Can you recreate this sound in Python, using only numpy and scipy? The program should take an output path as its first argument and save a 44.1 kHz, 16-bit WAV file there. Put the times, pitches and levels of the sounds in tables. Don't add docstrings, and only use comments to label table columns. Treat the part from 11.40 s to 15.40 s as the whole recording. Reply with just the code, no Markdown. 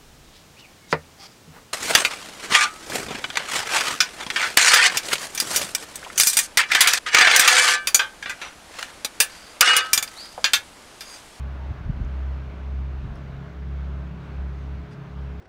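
import sys
import numpy as np
from scipy import signal
from scipy.fft import rfft, irfft, next_fast_len
from scipy.io import wavfile
from scipy.ndimage import uniform_filter1d, map_coordinates

SR = 44100
rng = np.random.default_rng(int(sys.argv[2]) if len(sys.argv) > 2 else 0)


def unload_audio(sound):
    columns = np.transpose(np.atleast_2d(sound))
    steps = np.round(np.clip(columns, -1, 1) * 32767)
    wavfile.write(sys.argv[1], SR, steps.astype(np.int16))


N = 176400

FIRING_HZ, DRONE_DRIFT_CYCLES = 67.08, 0.066
# time in seconds, level in dB.
DRONE_LEVEL = [(0.0, -31), (0.04, -28), (0.31, -34), (0.36, -43), (0.5, -32.5), (0.92, -28), (1.12, -37),
               (1.37, -28), (1.61, -30), (1.66, -37.5), (1.71, -37), (1.85, -42), (1.99, -36.5),
               (2.09, -44), (2.17, -32.5), (2.32, -31.5), (2.62, -31), (2.76, -37), (2.83, -45.5),
               (3.05, -30.5), (3.42, -32.5), (3.56, -56), (3.65, -50), (3.8, -31.5), (3.97, -30.5),
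               (4.0, -27.5)]
# multiple of the firing rate, relative level in dB.
DRONE_HARMONICS = [(1, 0.5), (2, -18.5), (3, -28)]

SLOW_HZ, FAST_HZ, SHAFT_DRIFT_CYCLES = 33.2, 34.3, .014
# time in seconds, shaft rate in Hz.
SHAFT_SPEED = [(0, 33.2), (1.0, 32.95), (1.6, 33.16), (2.1, 34.41), (3.2, 34.36), (4, 34.3)]
# multiple of the shaft rate, level in dB when slow, level in dB when fast.
SHAFT_HARMONICS = [(3, -53.5, -53.5), (4, -43, -42), (5, -51.5, -45), (6, -60, -63.5), (7, -55.5, -58.5),
                   (9, -58.5, -59), (11, -62.5, -64)]

# time in seconds, pitch in Hz, level in dB.
WHINE_TRACK = [(0, 418, -59), (.8, 418.4, -57.5), (1.15, 419.3, -55), (1.65, 416.6, -58.5),
               (2.1, 417.4, -55.5), (2.55, 418.8, -59), (3.3, 418, -55), (4, 417.4, -53)]
# frequency in Hz, level in dB.
FAINT_RESONANCES = [(594, -69.5), (920, -68.5), (1168, -80.5), (1720, -73.5)]

# time in seconds, level in dB.
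WASH_TRACK = [(0, -47.5), (.9, -48.5), (1.5, -50), (1.77, -48.5), (2.1, -50), (2.8, -49.5), (3.5, -49.5),
              (4, -49.9)]
# frequency in Hz, relative density in dB.
WASH_SPECTRUM = [(280, -31), (480, -4), (597, 1), (764, -3), (1540, -4.5), (1860, -10.5), (2110, -10),
                 (4310, -21.5), (4910, -26), (6110, -28.5), (7710, -37.5), (9590, -41), (10500, -45),
                 (15500, -42)]
RUMBLE_SPECTRUM = [(20, -16.5), (32, -15), (45, -6), (95, -2), (160, -3.5), (240, -8.5), (340, -12),
                   (410, -15), (460, -22), (650, -37.5), (1200, -68)]
WASH_TRIM_DB, RUMBLE_DB = 0.09, -45

# centre in seconds, sigma in seconds, top level in dB.
GUST_SWELLS = [(.31, 0.058, -40), (.44, .035, -38.5), (.525, 0.044, -30), (.615, 0.038, -28.5),
               (1.68, 0.077, -35.5), (2.0, 0.089, -48), (3.0, 0.017, -41)]
# frequency in Hz, relative density in dB.
GUST_SPECTRUM = [(20, -25), (31, -19), (42, 8.5), (70, -1), (150, -11.5), (250, -18), (500, -39),
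                 (1500, -83.5)]
# start in seconds, envelope peak in dB, initial pitch in Hz.
EDDY_BUMPS = [(.306, -23.5, 116), (.408, -29.5, 118), (.455, -26, 111), (.494, -17, 159.5),
              (0.6, -22.5, 146), (1.645, -27, 149)]
BUMP_RISE_S, BUMP_SAG_PER_S = 0.0058, 17.7

# start in seconds, relative level in dB, ringing share from 0 to 1.
TICK_HITS = [(.6490, -48, .1), (1.2336, -52, .1), (1.7564, -46, 1), (1.775, -59, .9), (3.523, -52, 0.6),
             (3.535, -57, .7), (3.547, -54, 0.3)]
# frequency in Hz, relative level in dB, T60 in seconds.
RING_MODES = [(1500, 1, .02), (5520, 1, .014), (9700, -7, .015), (11500, -24, .01)]
# frequency in Hz, relative density in dB.
CRACK_SPECTRUM = [(1000, -16.5), (4000, -7), (6200, 5.5), (8500, -5), (11000, -23.5)]
CRACK_T60_S = .007

# centre in seconds, sigma in seconds, top level in dB.
RUSTLE_SWELLS = [(1.765, 0.015, -64.5), (2.84, .04, -69.5), (3.2, .06, -68), (3.527, 0.014, -58.5),
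                 (3.84, 0.022, -73)]
# frequency in Hz, relative density in dB.
RUSTLE_SPECTRUM = [(600, -26), (1400, 4.5), (2500, -3.5), (4600, 3.5), (6500, -5), (9500, -10.5),
                   (11000, -20), (16000, -35)]

TOP_HZ = 15750


def amp(db):
    return 10 ** (np.asarray(db) / 20)


def unit(x):
    return x / np.sqrt(np.mean(x ** 2) + 1e-20)


def clock():
    return np.arange(N) / SR


def curves(rows):
    times_s, *columns = np.transpose(rows)
    return [np.interp(clock(), times_s, column) for column in columns]


def wobble(rate_hz):
    return map_coordinates(rng.standard_normal(1024), [clock() * rate_hz + 2], mode="wrap")


def filtered(x, response):
    size = next_fast_len(N + SR // 2)
    return irfft(rfft(x, size) * response(np.fft.rfftfreq(size, 1 / SR)), size)[:N]


def noise(spectrum, patchy_db):
    bins = signal.stft(rng.standard_normal(N), nperseg=512)[2]
    patches = uniform_filter1d(rng.standard_normal(bins.shape), size=5, axis=0)
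    patches = uniform_filter1d(patches, size=14, axis=1)
    white = signal.istft(bins * amp(patchy_db * unit(patches)), nperseg=512)[1][:N]
    knots_hz, db = np.transpose(spectrum)
    return unit(filtered(white, lambda hz: amp(np.interp(np.log(hz + 1), np.log(knots_hz + 1), db))))


def tone(hz, drift_cycles, flutter_db, rate_hz):
    cycles = np.cumsum(hz * np.ones(N)) / SR + rng.random() + drift_cycles * wobble(rate_hz)
    return unit(amp(flutter_db * wobble(rate_hz)) * np.sin(2 * np.pi * cycles))


def swells(rows):
    return sum(amp(db) * np.exp(-.5 * ((clock() - centre_s) / sigma_s) ** 2)
               for centre_s, sigma_s, db in rows)


def steady_engine():
    level_db, = curves(DRONE_LEVEL)
    exhaust = sum(amp(db) * tone(order * FIRING_HZ, DRONE_DRIFT_CYCLES, flutter_db=-2.0, rate_hz=6)
                  for order, db in DRONE_HARMONICS)
    return amp(level_db) * exhaust


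def throbbing_engine():
    shaft_hz, = curves(SHAFT_SPEED)
    effort = np.clip((shaft_hz - SLOW_HZ) / (FAST_HZ - SLOW_HZ), 0, 1)
    out = np.zeros(N)
    for order, slow_db, fast_db in SHAFT_HARMONICS:
        harmonic = tone(order * shaft_hz, SHAFT_DRIFT_CYCLES * order, flutter_db=1.8, rate_hz=2 * order)
        out += amp(slow_db + effort * (fast_db - slow_db)) * harmonic
    return out


def whine():
    pitch_hz, level_db = curves(WHINE_TRACK)
    resonances = sum(amp(db) * tone(hz, drift_cycles=0.22, flutter_db=6, rate_hz=14)
                     for hz, db in FAINT_RESONANCES)
    return amp(level_db) * tone(pitch_hz, drift_cycles=.035, flutter_db=1.3, rate_hz=11) + resonances


def wake():
    level_db, = curves(WASH_TRACK)
    wash = amp(level_db + WASH_TRIM_DB + 0.42 * wobble(8)) * noise(WASH_SPECTRUM, patchy_db=0.93)
    rumble = noise(RUMBLE_SPECTRUM, patchy_db=2.5) * amp(RUMBLE_DB + wobble(5.5))
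    return wash + rumble


def wind():
    out = swells(GUST_SWELLS) * noise(GUST_SPECTRUM, patchy_db=-2.5)
    for start_s, db, hz in EDDY_BUMPS:
        age_s = np.maximum(clock() - start_s, 0)
        rise = age_s / BUMP_RISE_S
        cycles = hz * (1 - np.exp(-BUMP_SAG_PER_S * age_s)) / BUMP_SAG_PER_S
        out += amp(db) * rise * np.exp(1 - rise) * np.sin(2 * np.pi * cycles)
    return out


def ticks():
    hiss = noise(CRACK_SPECTRUM, patchy_db=6)
    out = np.zeros(N)
    for start_s, db, ring_share in TICK_HITS:
        age_s = np.maximum(clock() - start_s, 0)
        ring = sum(amp(mode_db - 60 * age_s / t60_s) * np.sin(2 * np.pi * hz * age_s)
                   for hz, mode_db, t60_s in RING_MODES)
        crack = hiss * (age_s > 0) * amp(-60 * age_s / CRACK_T60_S)
        out += .5 * amp(db) * (ring_share * ring + (1 - ring_share) * crack)
    return out


def rustles():
    return swells(RUSTLE_SWELLS) * noise(RUSTLE_SPECTRUM, patchy_db=5.5)


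def scene():
    return (steady_engine() + throbbing_engine() + whine() + wake() + wind() + ticks() + rustles())[None]


def record(dry):
    return np.array([filtered(channel, lambda hz: hz < TOP_HZ) for channel in dry])


dry = scene()
out = record(dry)
unload_audio(out)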